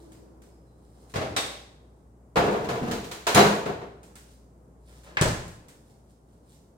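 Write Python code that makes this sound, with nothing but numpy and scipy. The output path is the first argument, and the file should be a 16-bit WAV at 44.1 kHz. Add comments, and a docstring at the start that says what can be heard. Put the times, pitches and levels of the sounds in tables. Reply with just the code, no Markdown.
"""An open refrigerator hums in a hard-walled kitchen, heard from a few steps away. Clothes rustle,
feet shuffle, plastic ticks and faint tones linger. After a second a tub drops into the door rack and
jolts the bottles. Next, containers knock, scrape and clatter on a shelf, and a glass jar clinks.
Just after five seconds the door swings shut with a clack and a thud, and the hum goes on more softly."""
import sys
import numpy as np
from scipy import signal
from scipy.fft import rfft, irfft, next_fast_len
from scipy.io import wavfile
from scipy.ndimage import map_coordinates

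SR = 44100
rng = np.random.default_rng(int(sys.argv[2]) if len(sys.argv) > 2 else 0)


def generate_wav(signal):
    """Clip the signal to [-1, 1] and save it as 16-bit WAV at the path in sys.argv[1]."""
    frames = np.transpose(np.atleast_2d(signal))
    scaled = np.clip(frames, -1, 1) * 32767
    pcm = np.round(scaled).astype(np.int16)
    wavfile.write(sys.argv[1], SR, pcm)


N = 298777
TIME = np.arange(N) / SR
AGE = np.arange(SR) / SR  # seconds since a hit
HZ = np.fft.rfftfreq(SR, 1 / SR)
DOOR_SHUT_S = 5.2125
# Light touches of a hand on plastic: start_s, level_db
TOUCHES = [(0.1196, -48), (0.4193, -49.5), (1.097, -49.5), (4.0316, -45), (4.1554, -39), (5.035, -51),
           (5.4794, -41.5), (5.684, -43)]


def amp(db):
    """Turn decibels into a gain to multiply by."""
    return 10 ** (np.asarray(db) / 20)


def unit(x):
    """Scale a signal so its average level (rms) is 1."""
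    return x / np.sqrt(np.mean(x ** 2) + 1e-20)


def along(points, hz):
    """Read between (pitch_hz, value) points, giving each octave about the same space."""
    pitches, values = np.transpose(points)
    return np.interp(np.log(hz + 1), np.log(pitches + 1), values)


def wobble(rate):
    """A smooth curve through `rate` random values a second."""
    return map_coordinates(rng.standard_normal(int(N * rate / SR) + 4), [TIME * rate])


def strokes(rows, attack_s, fall_db_per_s):
    """Loudness of (start_s, length_s, level_db) rubs: rise, hold, then fade."""
    return sum(np.clip((TIME - s) / attack_s, 0, 1)
               * amp(db - fall_db_per_s * np.maximum(TIME - s - length, 0)) for s, length, db in rows)


def swells(rows, rise_share=0.59):
    """Loudness of (peak_s, level_db, fade_s) movements that build up faster than they fade."""
    return sum(amp(db) * np.exp(-np.maximum((s - TIME) / rise_share, TIME - s) / fade)
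               for s, db, fade in rows)


def filtered(x, response):
    """Turn each frequency up or down by the gain response(hz)."""
    n = x.shape[-1]
    padded = next_fast_len(n + 8192)
    return irfft(rfft(x, padded) * response(np.fft.rfftfreq(padded, 1 / SR)), padded)[..., :n]


def body(spectrum, modes):
    """An object's gain at each frequency: a broad shape with peaks where it likes to ring."""
    peaks = sum(db / (1 + (2 * (HZ - hz) / width) ** 2) for hz, width, db in modes)
    return amp(along(spectrum, HZ) + peaks)


def tap(gain):
    """The sound of one sharp tap on an object with this gain at each frequency."""
    cepstrum = irfft(np.log(np.maximum(gain, 1e-6)), SR)
    # Folding moves the energy to the start (minimum phase).
    cepstrum[1:SR // 2] *= 2
    cepstrum[SR // 2 + 1:] = 0
    return irfft(np.exp(rfft(cepstrum)), SR)


def add(track, start_s, sound):
    """Mix a stereo sound into the track."""
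    start = max(round(start_s * SR), 0)
    track[:, start:start + sound.shape[1]] += sound[:, :N - start]


def diffuse(n, spacing_m=.17):
    """Noise from all sides at two microphones: alike in the bass, unrelated in the treble."""
    def shares(hz):
        alike = .985 * np.sinc(2 * hz * spacing_m / 343)
        return np.sqrt([(1 + alike) / 2, (1 - alike) / 2])
    mid, side = filtered(rng.standard_normal((2, n)), shares)
    return np.array([mid + side, mid - side])


def rush(spectrum):
    """Steady noise from all sides with the given tone colour."""
    return unit(filtered(diffuse(N), lambda hz: amp(along(spectrum, hz))))


def in_kitchen(sound, direct_db, chatter_s=.001, first_share=.18):
    """A contact chatters, and arrives directly, off near cabinets and as a long echo."""
    # Time the echo takes to fall 60 dB: pitch_hz, ring_s
    echo_times = [(60, .68), (200, .7), (600, .64), (2000, .63), (5000, .62), (9000, .57), (15000, .52)]
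    hz, t, noise = signal.stft(diffuse(SR), SR, nperseg=256)
    cabinets = np.hypot(1, amp(1 - 60 * t / .23))
    fade = amp(-60 * t / along(echo_times, hz)[:, None]) * cabinets
    echo = signal.istft(noise * fade, SR, nperseg=256)[1][:, :SR] / 2
    # A dying chatter follows the first touch; the room fills as that energy arrives.
    power = amp(-60 * AGE / chatter_s) ** 2
    power *= (1 - first_share) / power.sum()
    force = np.sqrt(power) * rng.standard_normal(SR)
    force[0] += np.sqrt(first_share)
    echo *= np.sqrt(first_share + np.cumsum(power))
    # The refrigerator stands to the right, so the left side hears it later.
    direct = np.array([np.roll(force, 10), force]) * amp(direct_db) / 2
    return signal.fftconvolve(sound[None], echo + direct, axes=1)[:, :len(sound)]


def blows(hits, gain, clack_db, chatter_s, direct_db):
    """Hits on one object: heavy ones thump, hard ones are bright, strong ones rattle longer."""
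    # The thump, middle, clack and treble ranges: low_hz, high_hz
    bands = [(30, 300), (300, 1200), (1200, 4000), (4000, 16000)]
    track = np.zeros((2, N))
    share = np.array([np.sqrt(np.mean(gain ** 2 * (HZ > lo) * (HZ < hi))) for lo, hi in bands])
    centres = np.sqrt(np.prod(bands, axis=1))
    octaves = np.maximum(np.log2(centres / centres[1]), 0)
    for s, db, thump_db, slope in hits:
        drive_db = db + slope * octaves + np.array([thump_db, 0, clack_db, 0]) - 20 * np.log10(share)
        ring = tap(gain * amp(along(np.c_[centres, drive_db], HZ)))
        add(track, s, in_kitchen(ring, direct_db, chatter_s + .15 * amp(db)))
    return track


def rubbing(loudness, gain, slips_per_s, spread_db=3.5):
    """Friction: a stream of small random slips, each one tapping the object."""
    slipping = rng.random(N) < slips_per_s / SR
    slips = slipping * amp(spread_db * rng.standard_normal(N)) * rng.choice([-1, 1], N)
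    sound = unit(signal.fftconvolve(slips, tap(gain))[:N]) * loudness
    return unit(in_kitchen(sound, direct_db=30.5)) * np.sqrt(np.mean(sound ** 2))


def compressor_and_fan():
    """The compressor hums, softer once the door is shut, while the fan and room air rush on."""
    # The compressor's tones: pitch_hz, level_db
    tones = [(59.2, 3), (118.4, -6), (166.9, -15), (409, -19.5)]
    # The hum swells as the door swings: peak_s, level_db, fade_s
    hum_swell = [(4.93, -58, 0.15)]
    # Tone colour of the moving air: pitch_hz, level_db
    air = [(20, -41), (40, -18), (62, -9), (90, -12.5), (115, -8), (230, -12), (330, -15.5), (430, -16),
           (950, -26), (1300, -32), (2500, -47.5), (4000, -50.5), (8000, -43.5), (16000, -56)]
    hum = sum(amp(db + .93 * wobble(8.5)) * np.sin(2 * np.pi * (hz * TIME + rng.random()))
              for hz, db in tones)
    shut = np.clip((TIME - DOOR_SHUT_S) / .1, 0, 1)
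    loudness = amp(-56 - 4.5 * shut) + swells(hum_swell)
    return unit(hum) * loudness + rush(air) * amp(-57.5 + .7 * wobble(6))


def lingering_tones():
    """Faint, fuzzy tones hang in the air and die away."""
    # The tones: start_s, pitch_hz, level_db, ring_s
    tones = [(0, 325.5, -49, 2.5), (.13, 4950, -71, 1), (.5, 5090, -73, 1), (.66, 4030, -76.5, 0.98)]
    track = np.zeros((2, N))
    for s, hz, db, ring_s in tones:
        loudness = (1 - np.exp(-TIME / .0085)) * amp(db - 60 * TIME / ring_s)
        waver = 1.7 * np.array([wobble(.045 * hz), wobble(.045 * hz)])  # blurs the pitch
        add(track, s, loudness * np.sin(2 * np.pi * hz * TIME + waver))
    return track


def clothes():
    """Cloth rubs as the body moves, and the hand brushes on after each touch."""
    # Arm and body movements: peak_s, level_db, fade_s
    movements = [(0.01, -62, 0.099), (1.04, -66, 0.38), (1.97, -82, .08), (4.31, -63.5, .07),
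                 (4.89, -61, .05), (4.98, -61.5, .08), (5.89, -65, 0.063), (6.1, -67.5, 0.049),
                 (6.32, -69.5, 0.055), (6.52, -60.5, 0.069)]
    # Tone colour of cloth: pitch_hz, level_db
    cloth = [(900, -25), (1800, -7), (3000, -5), (5000, -1), (8000, -2), (11000, -9), (16000, -11)]
    brushes = strokes([(s, .016, db - 15) for s, db in TOUCHES], attack_s=.005, fall_db_per_s=179)
    return rubbing(swells(movements) + brushes, amp(along(cloth, HZ)), slips_per_s=1000)


def feet():
    """Bare soles shuffle dully on the floor."""
    # Shifts of the feet: peak_s, level_db, fade_s
    shuffles = [(0.05, -55.5, 0.68), (1.05, -58.5, 0.12), (1.8, -62.5, 0.33), (4.1, -55.5, 0.23),
                (5.15, -55, 0.16), (5.68, -57.5, 0.19), (6.45, -64, 0.18)]
    # Tone colour of the soles: pitch_hz, level_db
    soles = [(30, -22), (120, -3), (250, -1.5), (450, -2.5), (950, -11), (1500, -20), (3000, -38.5),
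             (16000, -69.5)]
    return rush(soles) * swells(shuffles)


def plastic_ticks():
    """Plastic ticks lightly as it is handled."""
    # Tone colour of a tick: pitch_hz, level_db
    colour = [(700, -9), (1500, 5.5), (3000, -2.5), (5000, -4), (8000, 1), (11000, -9), (16000, -10.5)]
    tick = tap(unit(amp(along(colour, HZ))))
    track = np.zeros((2, N))
    for s, db in TOUCHES:
        add(track, s, amp(db - 7.5) * in_kitchen(tick, direct_db=26, chatter_s=.03))
    return track


def door_rack():
    """A tub is fumbled into the plastic rack and snaps down, jolting the bottles."""
    # The tub hits the rack: start_s, level_db, thump_db, treble_db_per_octave
    hits = [(1.139, -31.5, -7, -2.5), (1.157, -23, -2.5, -3.5), (1.213, -25.5, -17, -5),
            (1.244, -37.5, 6, -4), (1.364, -23.5, -17.5, -0.04)]
    # Tone colour of the rack: pitch_hz, level_db
    colour = [(25, -37.5), (45, -15.5), (100, 5), (200, -3.5), (450, -1), (790, -4.5), (930, -10),
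              (1500, -10), (3000, -16.5), (4600, -19), (8000, -27), (10500, -33.5), (16000, -41)]
    # Where the rack rings: pitch_hz, width_hz, boost_db
    modes = [(109, 16, 2.5), (304.4, 22, 6), (425, 45, 1), (576, 11, 6.5), (639, 14, 7), (783, 23, 6),
             (1090, 61, 6.5), (2035, 33, 4)]
    # Where the bottles ring: pitch_hz, width_hz, level_db
    bottles = [(3290, 60, -5), (3700, 420, 0), (5660, 80, -10), (8100, 400, -7)]
    track = blows(hits, body(colour, modes), clack_db=.5, chatter_s=.016, direct_db=15)
    glass = unit(sum(amp(db) / (1 + (2 * (HZ - hz) / width) ** 2) for hz, width, db in bottles))
    snap_s = hits[-1][0]
    add(track, snap_s, amp(-25.5) * in_kitchen(tap(glass), direct_db=18, chatter_s=.08))
    return track


def shelf():
    """Containers land on the shelf, slide along it and clatter together."""
    # Containers knock: start_s, level_db, thump_db, treble_db_per_octave
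    hits = [(2.358, -17, -8, -4.7), (2.368, -12, -9, -5.7), (2.477, -18.5, -10, -8.5),
            (2.539, -21, -15, -8), (2.644, -34.5, 4.5, -3), (2.688, -25, -14.5, -3.5), (2.912, -32, 1, 0),
            (3.041, -46.5, -2, 1.4), (3.113, -38, -9.5, 0.95), (3.268, -19.5, -23, -1.06),
            (3.346, -21.5, 2, 1.16), (3.359, -8.5, -10, -4), (3.375, -10.5, -15, -3.5),
            (3.394, -11.5, -11, -5), (3.659, -24.5, -7, -5), (3.691, -27.5, -5, -7.5),
            (3.814, -35, -6, -6.5)]
    # Tone colour of the shelf: pitch_hz, level_db
    colour = [(18, -50.5), (30, -15.5), (194, -1), (252, -8), (415, 1.5), (554, -4.5), (721, -2.5),
              (801, -6.5), (1500, -12.5), (1630, -17), (3980, -25), (5900, -30), (6720, -29), (9970, -39),
              (16000, -41.5)]
    # Where the shelf rings: pitch_hz, width_hz, boost_db
    modes = [(206, 8.2, 6), (410, 7.2, 4), (455.4, 8, 4.4), (686, 28, 4.2), (900, 11, 2.5), (987.5, 21, 4),
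             (1097, 27, 2.3), (1700, 150, 3.2), (4020, 190, 3.4)]
    # A container slides: start_s, length_s, level_db
    shoves = [(2.42, 0.18, -30.5), (2.685, 0.032, -26), (2.81, .11, -32.5)]
    # It catches and judders: start_s, length_s, level_db
    judders = [(2.795, 0.033, -23), (2.885, .025, -25.5)]
    gain = body(colour, modes)
    knocks = blows(hits, gain, clack_db=3, chatter_s=.04, direct_db=18)
    scrape = rubbing(strokes(shoves, attack_s=.011, fall_db_per_s=114.5), gain, slips_per_s=300)
    boom = 1 / (1 + ((HZ - 200) / 70) ** 2)  # the shelf booms as it bends
    catching = strokes(judders, attack_s=.028, fall_db_per_s=800.5)
    return knocks + amp(-2) * scrape + rubbing(catching, boom, slips_per_s=490, spread_db=4.5)


def jar():
    """A glass jar clinks briefly, damped by its contents."""
    # One hard and one soft contact: start_s, level_db, treble_db_per_octave
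    clinks = [(3.348, -29, 4), (3.405, -39, -9)]
    # The jar's tones: pitch_hz, level_db, ring_s
    tones = [(2643, -7, .1), (3929, -9, .15), (4039, -8, .2), (6620, 0, .07), (9147, -4, .08),
             (10450, -14, .05)]
    lowest_hz = tones[0][0]
    track = np.zeros((2, N))
    for s, db, slope in clinks:
        ring = np.zeros(SR)
        for hz, tone_db, ring_s in tones:
            struck_db = tone_db + slope * np.log2(hz / lowest_hz) + rng.normal(0, 1.5)
            ring += amp(struck_db - 60 * AGE / ring_s) * np.sin(2 * np.pi * hz * AGE)
        add(track, s, amp(db) * in_kitchen(ring / np.linalg.norm(ring), direct_db=44))
    return track


def door():
    """The hinge rubs, the edge clacks, then the door thuds on its soft seal and the racks shake."""
    # Tone colour of the door: pitch_hz, level_db
    colour = [(12, -32), (22, -6), (60, -10.5), (100, -3.5), (150, -7.5), (270, -14), (400, -12.5),
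              (620, -15), (1030, -17.5), (1250, -18.5), (1750, -20), (2200, -24.5), (8000, -36),
              (11500, -49), (16000, -51)]
    # Where the door rings: pitch_hz, width_hz, boost_db
    modes = [(46, 12, 2.3), (73, 14, 3.9), (114, 35, 3), (171, 20, 6.6), (372, 17, 1.2), (504, 18, 3),
             (620, 48, 5.3), (1033, 77, 4.1), (1703, 120, 5.3)]
    # The hinge rubs: start_s, length_s, level_db
    rubs = [(4.87, .06, -58.5), (5.035, 0.054, -50)]
    # The hard edge touches first: start_s, level_db, thump_db, treble_db_per_octave
    edge_hits = [(5.1705, -31, -19, -3), (5.194, -42, -13, -6)]
    # The door bounces on its seal: pitch_hz, level_db, ring_s
    bounce = [(46.2, -39, 0.12), (116.4, -19, 0.28), (151, -9.5, 0.076)]
    # The door lands and its racks shake: start_s, level_db, thump_db, treble_db_per_octave
    landing_hits = [(5.2125, -29, 0.5, 1.87), (5.2215, -21, 0, -2), (5.256, -26, -.5, -4),
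                    (5.278, -34, 10, -0.4)]
    gain = body(colour, modes)
    swing = strokes(rubs, attack_s=.015, fall_db_per_s=100)
    bass_cut = HZ / (HZ + 200)
    track = rubbing(swing, gain * bass_cut, slips_per_s=980)
    thud = sum(amp(db - 60 * AGE / ring_s) * np.sin(2 * np.pi * hz * AGE) for hz, db, ring_s in bounce)
    add(track, DOOR_SHUT_S, np.array([thud, thud]) * (1 - np.exp(-AGE / .0015)))
    edge = blows(edge_hits, gain, clack_db=17.5, chatter_s=.029, direct_db=28.5)
    landing = blows(landing_hits, gain, clack_db=-.6, chatter_s=.011, direct_db=29)
    return track + edge + landing


def scene():
    """Everything that sounds in the kitchen."""
    putting_away = door_rack() + shelf() + jar() + door()
    person = clothes() + plastic_ticks() + feet()
    return putting_away + person + lingering_tones() + compressor_and_fan()


def record(dry):
    """The right microphone is a little brighter; peaks are rounded off and the highest treble is cut."""
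    left_db = lambda hz: along([(2500, .33), (6000, -.4), (9500, -2.8), (14000, -.44)], hz)
    tilted = filtered(dry, lambda hz: amp([left_db(hz), -left_db(hz)]))
    rounded = tilted / (1 + np.abs(tilted / .95) ** 6) ** (1 / 6)
    return filtered(rounded, lambda hz: np.clip((16100 - hz) / 400 + .5, 0, 1))


dry = scene()
out = record(dry)
generate_wav(out)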